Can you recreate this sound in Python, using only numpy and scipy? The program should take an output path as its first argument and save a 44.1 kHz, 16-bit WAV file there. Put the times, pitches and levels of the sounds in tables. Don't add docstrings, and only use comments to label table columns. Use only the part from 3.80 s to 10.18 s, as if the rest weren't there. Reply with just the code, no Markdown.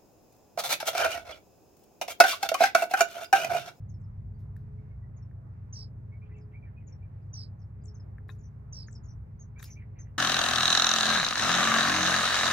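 import sys
import numpy as np
from scipy import signal
from scipy.fft import rfft, irfft
from scipy.io import wavfile
from scipy.ndimage import uniform_filter1d

SR = 44100
rng = np.random.default_rng(int(sys.argv[2]) if len(sys.argv) > 2 else 0)


def master_out(mix):
    frames = np.transpose(np.atleast_2d(mix))
    ceiling = np.clip(frames, -1, 1)
    pcm = np.round(ceiling * 32767).astype(np.int16)
    wavfile.write(sys.argv[1], SR, pcm)


N = 281358


def undb(db):
    return 10 ** (np.asarray(db) / 20)


def curve(rows):
    return np.interp(np.arange(N) / SR, *np.transpose(rows))


def walk(rate):
    hold = int(SR / rate)
    steps = np.repeat(rng.standard_normal(N // hold + 1), hold)
    return 1.4 * uniform_filter1d(uniform_filter1d(steps, hold), hold)[:N]


def unit(x):
    return x / np.sqrt(np.mean(x ** 2))


def add(out, start_s, pair):
    i = int(start_s * SR)
    out[:, i:i + pair.shape[1]] += pair[:, :N - i]


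def balance(pan_db):
    gains = undb(np.array([[pan_db / 2], [-pan_db / 2]]))
    return gains / np.sqrt(np.mean(gains ** 2, axis=0))


def birds():
    # offset_s, length_ms, start_hz, middle_hz, end_hz, start_db, middle_db, end_db
    tsip = [(0, 21, 6550, 6750, 5100, -6, 1.5, -3), (.05, 19, 5480, 5600, 5050, -5, -2.5, -11.5)]
    peak = [(0, 27, 5550, 8100, 4600, -7.5, -11, 0.94), (.043, 23, 5050, 5500, 4600, -2, 0.5, -4)]
    double = [(0, 18, 6900, 6700, 5000, -9, -7, -10), (.019, 17, 6800, 6700, 4700, -9, -6, -8),
              (.049, 19, 5400, 6050, 4700, -5, -1, -8), (.068, 18, 5500, 6050, 4400, -5, 0, -9)]
    fall = [(0, 19, 6950, 6500, 5200, -4, 0, -1)]
    arch = [(0, 42, 5900, 6450, 5500, -2, 0.015, -4)]
    seep = [(0, 28, 4800, 4850, 4830, -1, 0, 0)]
    trill = [(0, 21, 6300, 5930, 3950, -5, 1, -8), (.018, 19, 6350, 5800, 3900, -12, -6, -4),
             (.037, 20, 4600, 5450, 3450, -5, .1, -7), (.056, 19, 4700, 5400, 3500, -7, -3, -9),
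             (.0745, 19, 4350, 5150, 3400, -6, -3, -10), (.092, 19, 4500, 5100, 3500, -9, -3, -10)]
    # (left minus right, for a note at level_hz)
    tsips_sung = [(0.088, 1.01, 0.96, -67.5, 11), (1.362, 1.2, 0.98, -70.5, 10.5),
                  (3.068, 1.07, 1.001, -61.5, 8), (4.141, 1.1, 0.94, -63.5, 4.5)]
    peaks_sung = [(.198, 0.9, 0.97, -79.5, 1.6), (2.563, 1.05, .94, -75, 4), (4.036, 1.0, 1.01, -59.5, 5.1),
                  (5.108, 0.97, 0.985, -57, 3.3), (5.804, 0.97, 0.98, -58, 2.6)]
    doubles_sung = [(3.792, 0.48, 0.9, -70.5, 0.5), (4.584, 1.001, 1.003, -66, 0.38),
                    (5.234, 1.001, 0.975, -61, 0.39), (5.851, 1.001, .99, -54, 0.5)]
    falls_sung = [(4.509, 0.95, 1.0, -69.5, 3), (5.067, 1.24, 0.99, -62, 4.5), (5.784, 1.2, .99, -60, 6)]
    arches_sung = [(5.591, 1.09, 1.014, -57.5, -1), (5.901, 0.88, 1, -57, -1), (6.186, 1, 0.991, -56, -1)]
    seeps_sung = [(.54, 0.91, 0.96, -88, 7), (3.42, 0.75, 1.02, -87, -8), (4.011, 1.1, 1.01, -84, 9)]
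    trills_sung = [(1.925, 1.02, 1.01, -44, -.5), (3.531, 1.01, .995, -44.5, -.5),
                   (4.924, 1.015, .99, -45.5, -.5)]
    # start_s, length_ms, start_hz, end_hz, level_db (mid-note)
    pipe_notes = [(.97, 35, 2080, 2324, -78), (1.1, 28, 2220, 2140, -75.5), (1.22, 32, 1990, 1900, -74.5),
                  (2.313, 44, 2180, 2270, -66.5), (2.412, 32, 2310, 2443, -66.5),
                  (2.538, 26, 2660, 2600, -66), (2.558, 19, 2320, 2260, -69), (2.728, 40, 1950, 2474, -61),
                  (2.82, 29, 2406, 2270, -66), (2.961, 33, 2497, 2455, -66), (3.219, 19.6, 2274, 2416, -69),
                  (5.755, 38, 2210, 2484, -62), (5.795, 14, 2560, 2620, -76),
                  (5.957, 28, 2210, 2466, -60.5)]
    churr_notes = [(2.425, 60, 2360, 2720, -80.5), (2.485, 51, 1750, 2140, -73.5),
                   (2.56, 41, 2700, 2090, -78), (2.715, 36, 2413, 2054, -75),
                   (2.845, 52, 2055, 1663, -74.5), (2.995, 39, 2600, 1904, -78.5),
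                   (3.07, 65, 2430, 2280, -83.5), (5.76, 58, 1550, 1666, -72), (5.852, 61, 2550, 2040, -69),
                   (5.98, 60, 2454, 1794, -70.5), (6.148, 69, 2350, 1804, -71.5),
                   (6.24, 44, 1850, 2090, -77.5), (6.255, 56, 2750, 2660, -91)]

    kinds = [(tsip, tsips_sung), (peak, peaks_sung), (double, doubles_sung),
             (fall, falls_sung), (arch, arches_sung), (seep, seeps_sung)]
    chirp_notes = []
    for syllables, singings in kinds:
        chirp_notes += calls(syllables, singings, lag_ms=-.032, left_db_per_khz=5.5)
    trill_notes = calls(trill, trills_sung, lag_ms=.272, left_db_per_khz=5)

    chirps = whistles(chirp_notes, edge=.17, flat=1.1, waver=.008, rasp=.12, size=32,
                      overtone_db=-32, half_db=-50, hiss_db=-46)
    trills = whistles(trill_notes, edge=.14, flat=1.5, waver=.013, rasp=.35, size=36,
                      overtone_db=-17, half_db=-36, hiss_db=-32)
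    pipes = whistles(far_notes(pipe_notes), edge=.35, flat=1, waver=.012, rasp=.3, size=70,
                     overtone_db=-90, half_db=-90, hiss_db=-60)
    churrs = whistles(far_notes(churr_notes), edge=.3, flat=1, waver=.065, rasp=.9, size=36,
                      overtone_db=-90, half_db=-90, hiss_db=-60)
    return echo(chirps, wet_db=-8.5) + echo(trills, wet_db=-9.0) + echo(pipes + churrs, wet_db=-5.0)


def calls(syllables, singings, lag_ms, left_db_per_khz):
    level_hz = 6200
    notes = []
    for start_s, stretch, pitch, level_db, pan_db in singings:
        for offset_s, ms, a_hz, b_hz, c_hz, a_db, b_db, c_db in syllables:
            note_pan_db = pan_db + left_db_per_khz * (b_hz - level_hz) / 1000
            notes.append((start_s + stretch * offset_s, stretch * ms,
                          pitch * a_hz, pitch * b_hz, pitch * c_hz,
                          level_db + a_db, level_db + b_db, level_db + c_db, note_pan_db, lag_ms))
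    return notes


def far_notes(rows):
    pan_db, lag_ms, start_db, end_db = -2, .088, .5, 5.5
    return [(s, ms, a_hz, (a_hz + c_hz) / 2, c_hz, db + start_db, db, db + end_db, pan_db, lag_ms)
            for s, ms, a_hz, c_hz, db in rows]


def whistles(notes, edge, flat, waver, rasp, size, overtone_db, half_db, hiss_db):
    out = np.zeros((2, N))
    for start_s, ms, a_hz, b_hz, c_hz, a_db, b_db, c_db, pan_db, lag_ms in notes:
        length = ms * SR / 1000
        u = np.arange(int(length)) / length
        v = .5 + .5 * np.sign(u - .5) * np.abs(2 * u - 1) ** flat
        hz = 2 * a_hz * (v - .5) * (v - 1) - 4 * b_hz * v * (v - 1) + 2 * c_hz * v * (v - .5)
        noise = rng.standard_normal((2, 8192))
        smooth = uniform_filter1d(uniform_filter1d(noise, size), size)
        drift, flutter = smooth[:, :len(u)] * np.sqrt(1.5 * size)
        hz = hz * (1 + waver * drift)

        level = undb(np.interp(u, [1 / 6, .5, 5 / 6], [a_db, b_db, c_db])) * (1 + rasp * flutter)
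        fade = np.sin(np.pi / 2 * np.clip(np.minimum(u, 1 - u) / edge, 0, 1)) ** 2
        shape = level * np.sqrt(2) * fade

        phase = 2 * np.pi * (np.cumsum(hz) / SR - np.outer([lag_ms / 1000, 0], hz))
        overtone = undb(overtone_db) * np.clip(4000 / hz, 0, 1.1) ** 11 * np.sin(2 * phase)
        half = undb(half_db) * np.sin(phase / 2)
        hiss = undb(hiss_db) * rng.standard_normal((2, len(u)))
        tone = np.sin(phase) + overtone + half + hiss
        add(out, start_s, tone * shape * balance(pan_db))
    return out


def taps():
    # mode_hz, level_db (relative), t60_s (before the ring factor)
    bowl_modes = [(1390, -6, 0.1), (1643, 14, 0.016), (1764, 10, 0.027), (2000, 0, 0.023)]
    rim_modes = [(780, -4, .02), (1050, 1, .025), (2580, -7, .035), (3600, -7, .025), (3830, -1, .03),
                 (7270, -24, .03)]
    # start_s, bowl_db, rim_db, crack_db, brightness_db_per_octave,
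    # ring (decay length factor), pan_db (left minus right)
    tap_events = [(0.7645, -63.5, -71, -62, .1, 0.69, 3), (1.512, -71, -104, -81, 1, 1.01, -1),
                  (4.383, -57.5, -99, -78, .1, 0.74, 4.5), (4.4916, -53.5, -46.5, -81, -4, 1.1, 8.5),
                  (4.5, -66, -53, -84, 3, 1.6, 9), (5.084, -54, -92, -73, 3, 0.89, -5),
                  (5.796, -64, -62, -74, 5, 1.6, 14), (5.801, -69, -55, -78, -4, 1.01, 5),
                  (5.8272, -49.5, -48, -42, 4.5, .6, -5.5), (5.841, -66, -63, -45, 1, 0.77, 12)]
    out = np.zeros((2, N))
    t = np.arange(SR // 8) / SR
    attack = np.sin(np.pi / 2 * np.minimum(t / .0013, 1)) ** 2

    def decay(t60_s):
        return np.exp(-np.log(1000) * t / t60_s) * attack

    for start_s, bowl_db, rim_db, crack_db, bright_db, longer, pan_db in tap_events:
        modes = [(hz, db + bowl_db, t60_s) for hz, db, t60_s in bowl_modes]
        modes += [(hz, db + rim_db, t60_s) for hz, db, t60_s in rim_modes]
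        detune = 1 + .018 * rng.standard_normal(len(modes))
        ring = 0
        for (hz, db, t60_s), shift in zip(modes, detune):
            gain = undb(db + bright_db * np.log2(hz / 1700))
            ring = ring + gain * decay(longer * t60_s) * np.sin(2 * np.pi * hz * shift * t)

        noise = np.diff(rng.standard_normal((2, len(t) + 1)))
        crack = undb(crack_db) * (.16 * noise[0] + .97 * noise) * decay(.022)
        add(out, start_s, (ring + crack) * balance(pan_db))
    return out


def rustle():
    # peak_s, level_db, t60_s
    swells = [(.592, -81, 0.29), (.768, -83, 0.3), (4.49, -72, 0.25), (5.797, -64.5, 0.043),
              (5.829, -55, 0.041), (5.844, -49.5, 0.029), (5.86, -70, 0.34)]
    # freq_hz, level_db (relative)
    colour_points = [(700, -5), (2000, -5.5), (4500, 3.5), (8500, -6.5), (11000, 1), (15000, -4.5)]
    rise_db_per_ms = 1.6
    grain_db = 2.2 * rng.exponential(size=N // 64 + 1)
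    clicks = rng.standard_normal((2, N)) * undb(grain_db).repeat(64)[:N]
    hz, db = np.transpose(colour_points)
    colour_db = np.interp(np.log(np.fft.rfftfreq(N, 1 / SR) + 1), np.log(hz), db, left=-60)
    grain = unit(irfft(rfft(3.0 * clicks[0] + clicks) * undb(colour_db), N))

    t = np.arange(N) / SR
    level = 0
    for peak_s, level_db, t60_s in swells:
        rise_db = rise_db_per_ms * 1000 * (t - peak_s)
        fall_db = 60 * (peak_s - t) / t60_s
        level = level + undb(level_db + np.where(t < peak_s, rise_db, fall_db))
    return grain * level


def echo(dry, wet_db):
    t60_s, start_s = .105, .008
    t = np.arange(SR // 3) / SR
    tail = rng.standard_normal((3, len(t))) * np.exp(-np.log(1000) * t / t60_s) * (t > start_s)
    tail = (tail[1:] + tail[0]) / np.sqrt(np.sum(tail[0] ** 2))
    return dry + undb(wet_db) * signal.fftconvolve(dry, tail, axes=1)[:, :N]


def engine():
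    # time_s, cycle_hz
    cycle_points = [(0, 8.42), (6.38, 8.318)]
    # time_s, level_db
    drone_level = [(0.0, -41), (1.33, -41.5), (2.4, -43), (4.0, -44.5), (5.26, -43), (5.9, -44.5),
                   (6.38, -45.5)]
    # multiple (of the cycle), level_db (relative to each other)
    partials = [(5, -62.5), (6, -70), (7, -65), (8, -53), (9, -69), (10, -64), (11, -50.5), (12, -48.5),
                (13, -66), (14, -51), (15, -61), (16, -58), (17, -56), (18, -65), (19, -68), (20, -61),
                (23, -68), (24, -73), (25, -73), (28, -80), (29, -80), (30, -86)]
    highs_late = .085
    cycle_hz = curve(cycle_points)
    turns = 2 * np.pi * (np.cumsum(cycle_hz) / SR - np.outer([.0004, 0], cycle_hz))
    family_phase = rng.uniform(0, 2 * np.pi, size=3)
    drone = 0
    for k, level_db in partials:
        gain = undb(level_db + 1.8 * walk(4))
        offset = family_phase[int(k) % 3] - highs_late * k ** 2 + .2 * walk(1.5)
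        drone = drone + gain * np.sin(k * turns + offset)
    return unit(drone) * undb(curve(drone_level))


def hoot():
    # time_s, level_db (peak amplitude)
    hoot_level = [(0.0, -83.5), (.45, -74), (1.03, -61), (1.2, -79.5), (1.95, -78.5), (2.04, -66),
                  (2.4, -75.5), (2.58, -59.5), (2.75, -64), (2.95, -75.5), (3.9, -79.5), (4.1, -59),
                  (4.25, -75), (4.5, -64.5), (4.7, -75.5), (5.15, -70), (5.55, -72.5), (5.8, -69),
                  (6.38, -69)]
    pitch_hz, under_db = 421.4, -63
    turns = 2 * np.pi * pitch_hz * np.arange(N) / SR + .5 * walk(9.6)
    upper = undb(curve(hoot_level) + 1.6 * walk(5.5)) * np.sin(turns)
    under = undb(under_db + 1.1 * walk(.96)) * np.sin(turns / 2)
    return upper + under


def air():
    # freq_hz, mid_db_per_hz, side_db (side minus mid), pan_db (left minus right)
    spectrum = np.array([(20.2, -91.5, -5.5, 2.5), (42.3, -78.5, -7, -1.5), (55.6, -68, -14, 0.5),
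                         (120.4, -73, -12, 0.5), (185, -82.5, -18.5, 1), (278, -90, -0.5, 5.5),
                         (648, -100, 2.8, -5), (1050, -104, 1, -6), (2010, -112, 0.5, -2.5),
                         (2550, -119, 1.5, -0.5), (3140, -130, 1.5, 3), (5400, -133, 2, 0.6),
                         (9700, -138, 0, -0.8), (14000, -136, 0, -0.5)])
    # time_s, level_db (only its departure from the mean is used)
    wind_level = [(0.0, -52.5), (.89, -50), (1.5, -59), (2.4, -58), (4.9, -57), (5.37, -48), (5.6, -60),
                  (6.38, -53.5)]
    log_hz = np.log(np.fft.rfftfreq(N, 1 / SR) + 1)
    mid_db, side_db, pan_db = (np.interp(log_hz, np.log(spectrum[:, 0]), spectrum[:, k]) for k in (1, 2, 3))
    mid, side = rfft(rng.standard_normal((2, N))) * np.sqrt(SR / 2)
    stereo = mid + undb(side_db) * side * [[1], [-1]]
    pair = undb(mid_db) * stereo * undb(np.outer([.5, -.5], pan_db))

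    gust_db = curve(wind_level) - np.mean(curve(wind_level))
    octave = np.log(2)
    out = 0
    for centre in np.log(20) + octave * np.arange(11):
        share = np.clip(1 - np.abs(log_hz - centre) / octave, 0, 1)
        wind_share = np.clip((np.log(140) - centre) / 1.2, 0, 1)
        out = out + irfft(pair * share, N) * undb(1.4 * walk(12) + gust_db * wind_share)
    return out


def scene():
    near = birds() + echo(taps(), wet_db=-24) + echo(rustle(), wet_db=-6.5)
    return near + engine() + hoot() * balance(.41) + air()


def record(dry):
    fade_in = np.sin(np.pi / 2 * np.minimum(np.arange(N) / (.006 * SR), 1)) ** 2
    low_pass = signal.ellip(12, .2, 80, 15650, fs=SR, output="sos")
    return signal.sosfilt(low_pass, dry * fade_in)


dry = scene()
out = record(dry)
master_out(out)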